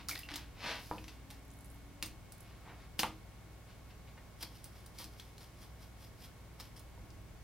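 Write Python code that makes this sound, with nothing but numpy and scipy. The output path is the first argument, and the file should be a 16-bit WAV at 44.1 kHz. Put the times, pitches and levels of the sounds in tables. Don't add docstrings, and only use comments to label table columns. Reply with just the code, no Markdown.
import sys
import numpy as np
from scipy import signal
from scipy.fft import rfft, irfft, next_fast_len
from scipy.io import wavfile
from scipy.ndimage import map_coordinates

SR = 44100
rng = np.random.default_rng(int(sys.argv[2]) if len(sys.argv) > 2 else 0)


def transcribe(signal):
    frames = np.atleast_2d(signal).T
    limited = np.clip(frames, -1, 1)
    pcm = np.round(limited * 32767).astype(np.int16)
    wavfile.write(sys.argv[1], SR, pcm)


N = 327663

# frequency in Hz, spectral level in dB.
GRIT_SPECTRUM = [(100, -30), (240, -6), (320, 7), (430, -20.5), (800, -0.5), (1400, -7), (2500, -4.5),
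                 (3400, -1.5), (4300, -2.5), (5200, -0.5), (6300, -7), (7600, -10.5), (9300, -4.5),
                 (10600, -6.5), (13000, -3), (15800, -15.5)]


def snaps():
    # time in seconds, level in dB, tilt in dB per octave, pocket pitch in Hz.
    fractures = [(.086, -21, 1, 4770), (0.0911, -23.5, -1, 1340), (0.154, -29.5, -9.5, 3920),
                 (.191, -28, 6, 12500), (.288, -29.5, -15.5, 1960), (.339, -28, -7, 3460),
                 (0.3577, -23, -1.5, 3700), (.982, -36.5, -21, 2630), (1.0416, -39, -10, 5600),
                 (1.081, -35.5, -6, 2550), (2.026, -19.5, -2, 2690), (2.0604, -29, 5, 8880),
                 (2.322, -34, 4, 9050), (2.9926, -13.5, -2.5, 3030), (4.429, -30.5, -4.5, 4440),
                 (4.6424, -31, 4.5, 9500), (4.8618, -37.5, 1.5, 9500), (4.9859, -32, -1.5, 4740),
                 (5.0425, -32, -1, 5340), (5.1976, -34.5, -4, 3320), (5.3803, -40, -2, 4000),
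                 (6.6, -33.5, -3.5, 4600), (6.7947, -39.5, 3, 9500), (7.1033, -46, -4, 5000)]
    # frequency in Hz, spectral level in dB.
    spectrum = [(150, -17), (600, -8.5), (1400, -2.5), (2200, 0.5), (3000, 0), (4500, 7.5), (6000, 4.5),
                (7400, 0.5), (9500, 3), (12000, 0.5), (15800, 4)]
    break_s, pocket_db = .001, 3
    out, t = np.zeros((2, N)), np.arange(-SR // 200, SR // 20) / SR
    for s, db, tilt_db, pocket_hz in fractures:
        giving = np.exp(np.minimum(t - break_s, 0) / 0.0011)
        decay = amp(-60 * np.abs(t) / 0.025) + amp(8 - 60 * np.abs(t) / 0.051)
        burst = grains(len(t), rate=17000, spread_db=5.5) * giving * decay
        burst *= 2.69 / np.linalg.norm(burst)
        burst[np.searchsorted(t, break_s)] += 1
        crack = np.convolve(burst, ping(spectrum, tilt_db))[:len(t)]
        pop = amp(pocket_db) * pocket(t, pocket_hz)
        radiate(out, s + t[0], amp(db) * (crack + pop), wet_db=-4.5)
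    return out


def knocks():
    # start in seconds, level in dB, contact cut-off in Hz.
    blows = [(0.9128, -10, 790), (2.027, -24.5, 258), (2.994, -15, 423), (3.033, -10, 2300),
             (4.436, -27, 394.3), (5.003, -27, 400), (6.602, -28.5, 670), (6.978, -28, 348),
             (7.059, -33, 398)]
    # frequency in Hz, bandwidth in Hz, weight in dB.
    board_modes = [(84, 14, -13), (190, 6.8, -4.5), (225, 15, 2), (316, 8, 9.5), (517, 52, 1.5),
                   (635, 130, -19), (850, 150, 11), (954, 55, 10), (1198, 89, 7), (1670, 340, -25),
                   (2300, 330, -30)]
    # frequency in Hz, spectral level in dB.
    smack_spectrum = [(300, -30), (650, -23), (860, 6), (1170, 6.5), (1450, -6), (2400, -20), (6000, -32),
                      (15800, -38)]
    tick_spectrum = [(300, -51), (1200, -2), (2000, 10), (3800, 5), (5500, -11), (10000, -4.5),
                     (15800, -41)]
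    hard_hz, smack_db = 2325, 1.5
    out, t = np.zeros((2, N)), np.arange(SR // 3) / SR
    for s, db, contact_hz in blows:
        ring = sum(amp(level + rng.normal(0, 1)) * width / (1 + (hz / contact_hz) ** 3) * mode(t, hz, width)
                   for hz, width, level in board_modes)
        radiate(out, s, -amp(db) * unit_energy(ring), wet_db=-1.5)
        tick_db = db + 2.5 + 32 * np.log2(contact_hz / hard_hz)
        contact = amp(smack_db) * signal.fftconvolve(spatter(t, t60=0.066), ping(smack_spectrum, tilt_db=-4))
        tick = ping(tick_spectrum, tilt_db=0)
        contact[:len(tick)] -= tick
        radiate(out, s, amp(tick_db) * contact, wet_db=-5)
    return out


def knife_strokes():
    # time of the peak in seconds, length in seconds, level in dB.
    strokes = [(4.43, 0.061, -45), (4.559, 0.19, -62.5), (4.658, 0.12, -63), (4.789, 0.21, -63.5),
               (5.009, 0.13, -49.5), (5.194, 0.36, -64.5), (5.431, 0.16, -60.5), (5.629, 0.15, -58),
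               (5.832, 0.1, -59), (6.034, 0.14, -59), (6.239, 0.13, -56), (6.607, 0.037, -52.5),
               (6.651, 0.12, -62), (6.774, 0.061, -56)]
    # frequency in Hz, bandwidth in Hz, weight in dB.
    blade_modes = [(3320, 230, -4.5), (5290, 580, 3), (9100, 680, -5.5), (13200, 770, -0.5)]
    out, t = np.zeros((2, N)), np.arange(SR // 50) / SR
    blade = sum(amp(level) * np.sqrt(width) * mode(t, hz, width) for hz, width, level in blade_modes)
    blade = amp(-5.5) * unit_energy(blade)
    for s, length, db in strokes:
        start, force = swell(s, length, rise_share=0.51, shape=1.16)
        n = len(force)
        catching = amp(2.3 * wobble(130)[:n])
        tearing = force * unit_rms(catching * grains(n, rate=5000, spread_db=.5))
        jolts = force * unit_rms(catching * grains(n, rate=1600, spread_db=-1.0))
        grit = signal.fftconvolve(tearing, ping(GRIT_SPECTRUM, tilt_db=-0.5))[:n]
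        ring = signal.fftconvolve(jolts, blade)[:n]
        radiate(out, start, amp(db) * (grit + ring), wet_db=-6.5)
    return out


def peels():
    # time of the peak in seconds, length in seconds, level in dB.
    pulls = [(1.664, 0.56, -35.5), (2.408, 0.079, -29)]
    threads_per_s, thread_hz = 40, 10500
    gap = SR / threads_per_s
    out, t = np.zeros((2, N)), np.arange(SR // 40) / SR
    for s, length, db in pulls:
        start, pull = swell(s, length, rise_share=0.66, shape=1.4)
        crackles = np.zeros(len(pull) + len(t))
        for slot in np.arange(0, len(pull) - gap, gap):
            i = int(slot + gap * rng.random())
            hz = thread_hz * np.exp(.22 * rng.standard_normal())
            thread = signal.fftconvolve(spatter(t, t60=.025), pocket(t, hz, cycles=0.89))[:len(t)]
            crackles[i:i + len(t)] += pull[i] * amp(rng.normal(0, 2)) * thread
        radiate(out, start, amp(db) * crackles, wet_db=-4.5)
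    return out


def squelches():
    # time of the peak in seconds, release in seconds, level in dB, tilt in dB per octave.
    presses = [(.09, 0.15, -44.5, 1.5), (0.306, .13, -47.5, -8), (.36, 0.14, -52.5, -14),
               (1.084, 0.11, -57.5, -5), (1.304, 0.063, -54.5, 0), (2.03, .035, -49, -2.5),
               (2.998, 0.032, -34.5, 3)]
    attack_s = 0.0078
    pops_per_s, pop_hz, pop_db, fade_db = 40, 2616, 19.5, 15
    out = np.zeros((2, N))
    for s, release, db, tilt_db in presses:
        length = attack_s + release
        start, pressure = swell(s, length, rise_share=attack_s / length, shape=.85)
        t = start - s + np.arange(len(pressure)) / SR
        ruptures = pressure * grains(len(t), rate=8300, spread_db=6.0)
        ooze = signal.fftconvolve(ruptures, ping(GRIT_SPECTRUM, tilt_db))[:len(t)]
        for slot in np.arange(0, release, 1 / pops_per_s):
            delay = slot + rng.random() / pops_per_s
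            hz = pop_hz * np.exp(0.37 * rng.standard_normal())
            ooze += amp(pop_db - fade_db * delay / release) * pocket(t - min(delay, t[-1] / 2), hz)
        radiate(out, start, amp(db) * ooze, wet_db=-4.0)
    return out


def plops():
    # start in seconds, pitch in Hz, level in dB.
    openings = [(.112, 2280, -18), (.132, 2140, -22), (0.158, 1920, -22.5), (.177, 4900, -26),
                (.233, 2750, -25)]
    out, t = np.zeros((2, N)), np.arange(SR // 25) / SR
    for s, hz, db in openings:
        radiate(out, s, amp(db) * pocket(t, hz, cycles=6), wet_db=-2)
    return out


def swishes():
    # time of the peak in seconds, length in seconds, level in dB, tilt in dB per octave.
    brushes = [(0, 0.059, -54, 2.5), (0.682, 0.24, -41, 3), (0.832, 0.61, -59, 14), (2.48, .4, -67, 2),
               (2.691, 0.19, -57.5, -4), (2.814, 0.13, -64, 2.5), (3.704, 0.09, -64, 4),
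               (3.907, 0.034, -61, 3), (4.083, 0.04, -61, 1), (4.179, 0.022, -56.5, -2)]
    # frequency in Hz, spectral level in dB.
    cloth_spectrum = [(40, -26), (80, 5), (280, 13.5), (420, 6.5), (750, 15), (1300, 11), (2200, 10.5),
                      (3700, 5), (5100, 1.5), (5900, -6), (7500, -17), (12500, -21), (15800, -30.5)]
    out = np.zeros((2, N))
    for s, length, db, tilt_db in brushes:
        start, speed = swell(s, length, rise_share=0.43, shape=1.65)
        rubbing = speed * grains(len(speed), rate=4500, spread_db=1)
        swish = signal.fftconvolve(rubbing, ping(cloth_spectrum, tilt_db, hinge_hz=1250))
        radiate(out, start, amp(db) * swish, wet_db=-2.0)
    return out


def appliance_hum():
    # multiple of the mains frequency, level in dB.
    harmonics = [(1, -59), (2, -64), (3, -71.5), (4, -76.5)]
    # frequency in Hz, level in dB.
    motor_tones = [(43.5, -76), (52, -84), (100.7, -63), (130.5, -81), (156, -71.5), (201, -74.5),
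                   (730, -92), (1096, -76.5), (1460, -83.5), (2192, -77)]
    # time in seconds, frequency in Hz, level in dB.
    drone_path = [(0, 290, -68), (.5, 285.5, -68.5), (.95, 268.4, -67), (1.301, 271.7, -67),
                  (1.7, 284, -66), (2.1, 289, -67.5), (2.35, 290, -104)]
    mains_hz, t = 60, np.arange(N) / SR
    mains = sum(amp(db) * np.sin(2 * np.pi * (round(k) * mains_hz * t + rng.random())) for k, db in harmonics)
    motor = np.zeros(N)
    for hz, db in motor_tones:
        gain = amp(db + 0.96 * wobble(1.33))
        motor += gain * np.sin(2 * np.pi * (hz * t + rng.random()) + 0.66 * wobble(2.62))
    s, hz, db = np.transpose(drone_path)
    drone = amp(np.interp(t, s, db)) * np.sin(2 * np.pi * np.cumsum(np.interp(t, s, hz)) / SR)
    return np.sqrt(2) * (mains + motor + drone)


def room_air():
    # frequency in Hz, spectral level in dB.
    hiss_spectrum = [(82, -46), (140, -3), (220, -7), (296, -6), (504, -9.5), (718, -9.5), (1020, -14),
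                     (1110, -14.5), (1610, -16.5), (2250, -17.5), (2430, -19.5), (3680, -22), (15500, -29)]
    rumble_spectrum = [(15, -36), (30, -12.5), (55, -6.5), (85, -12), (120, -15.5), (170, -26), (300, -27),
                       (900, -120)]
    # frequency in Hz, left-right correlation.
    coherence = [(60, 0.87), (130, 0.39), (290, 0.42), (640, 0.71), (1400, 0.55), (3100, 0.38), (6800, 0),
                 (15000, 0.018)]

    def bed(spectrum):
        noise = pair(rng.standard_normal((2, N)), coherence)
        return unit_rms(filtered(noise, lambda hz: amp(along(spectrum, hz))))

    hiss = amp(-60) * bed(hiss_spectrum)
    rumble = amp(-60 + 2 * wobble(2)) * bed(rumble_spectrum)
    return hiss + rumble


def radiate(out, s, x, wet_db, lag_s=.000021):
    # frequency in Hz, reverberation time in seconds.
    decay_times = [(100, 0.38), (300, 0.44), (900, 0.22), (2500, 0.25), (6000, 0.25), (15000, 0.19)]
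    hz, t, spectra = signal.stft(rng.standard_normal((2, SR // 4)), SR, nperseg=256)
    tail = signal.istft(spectra * amp(-60 * t / along(decay_times, hz)[:, None]), SR, nperseg=256)[1]
    tail = pair(tail, [(200, 0.98), (2000, 1.0), (4500, 0.77), (8000, 0.0), (15000, 0)])
    tail *= 1 - np.exp(-np.arange(tail.shape[1]) / SR / 0.00083)
    response = amp(wet_db) * np.sqrt(2) * unit_energy(tail)
    taps = np.arange(-8, 9)
    response[:, :len(taps)] += np.sinc(taps - np.array([[.5], [-.5]]) * lag_s * SR) * np.hanning(len(taps))
    heard = signal.fftconvolve(x[None], response, axes=1)
    start = round(s * SR) + taps[0]
    heard = heard[:, max(-start, 0):N - start]
    out[:, max(start, 0):][:, :heard.shape[1]] += heard


def pocket(t, hz, cycles=2.5, rise_per_s=2.8):
    t = np.maximum(t, 0)
    tone = np.sin(2 * np.pi * hz * t * (1 + rise_per_s * t / 2))
    return unit_energy(tone * np.exp(-hz * t / cycles) * (1 - np.exp(-hz * t)))


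def mode(t, hz, width_hz):
    return np.exp(-np.pi * width_hz * t) * np.sin(2 * np.pi * hz * t)


def grains(n, rate, spread_db):
    size = rng.standard_normal(n) * amp(spread_db * np.minimum(rng.exponential(size=n), 4))
    return unit_rms(size * (rng.random(n) < rate / SR))


def spatter(t, t60):
    return unit_energy(grains(len(t), rate=12000, spread_db=-8.5) * amp(-60 * t / t60))


def swell(s, length, rise_share, shape):
    t = np.arange(-SR // 3, SR // 3) / SR
    share = np.where(t < 0, rise_share, 1 - rise_share)
    return s + t[0], amp(-20 * np.abs(t / length / share) ** shape)


def ping(spectrum, tilt_db, hinge_hz=2500, size=1024):
    hz = np.fft.rfftfreq(size, 1 / SR)
    db = along(spectrum, hz) + tilt_db * np.log2(np.maximum(hz, hinge_hz) / SR)
    cepstrum = irfft(np.log(amp(db)))
    cepstrum[1:size // 2] *= 2
    cepstrum[size // 2 + 1:] = 0
    return unit_energy(irfft(np.exp(rfft(cepstrum))))


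def pair(noise, coherence):
    angle = lambda hz: np.arccos(np.clip(along(coherence, hz), -1, 1)) / 2
    mid, side = filtered(noise, lambda hz: np.array([np.cos(angle(hz)), np.sin(angle(hz))]))
    return np.array([mid + side, mid - side])


def filtered(x, response):
    n = x.shape[-1]
    padded = next_fast_len(n + 4096, True)
    return irfft(rfft(x, padded) * response(np.fft.rfftfreq(padded, 1 / SR)), padded)[..., :n]


def wobble(rate):
    knots = rng.standard_normal(int(N * rate / SR) + 4)
    return map_coordinates(knots, [np.arange(0, N + 64, 64) * rate / SR]).repeat(64)[:N]


def along(points, hz):
    frequencies, values = np.transpose(points)
    return np.interp(np.log(hz + 1), np.log(frequencies + 1), values)


def amp(db):
    return 10 ** (np.asarray(db) / 20)


def unit_rms(x):
    return x / np.sqrt(np.mean(x ** 2) + 1e-20)


def unit_energy(x):
    return x / np.linalg.norm(x)


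def scene():
    work = snaps() + plops() + squelches() + peels() + knocks() + knife_strokes() + swishes()
    # frequency in Hz, left minus right level in dB.
    lean = [(2500, 0), (5500, 3.5), (7500, -0.5), (10000, -4), (15000, -3.0)]
    work = filtered(work, lambda hz: amp(along(lean, hz) * np.array([[.5], [-.5]])))
    return work + appliance_hum() + room_air()


def record(dry):
    return filtered(dry, lambda hz: hz < 15850)


dry = scene()
out = record(dry)
transcribe(out)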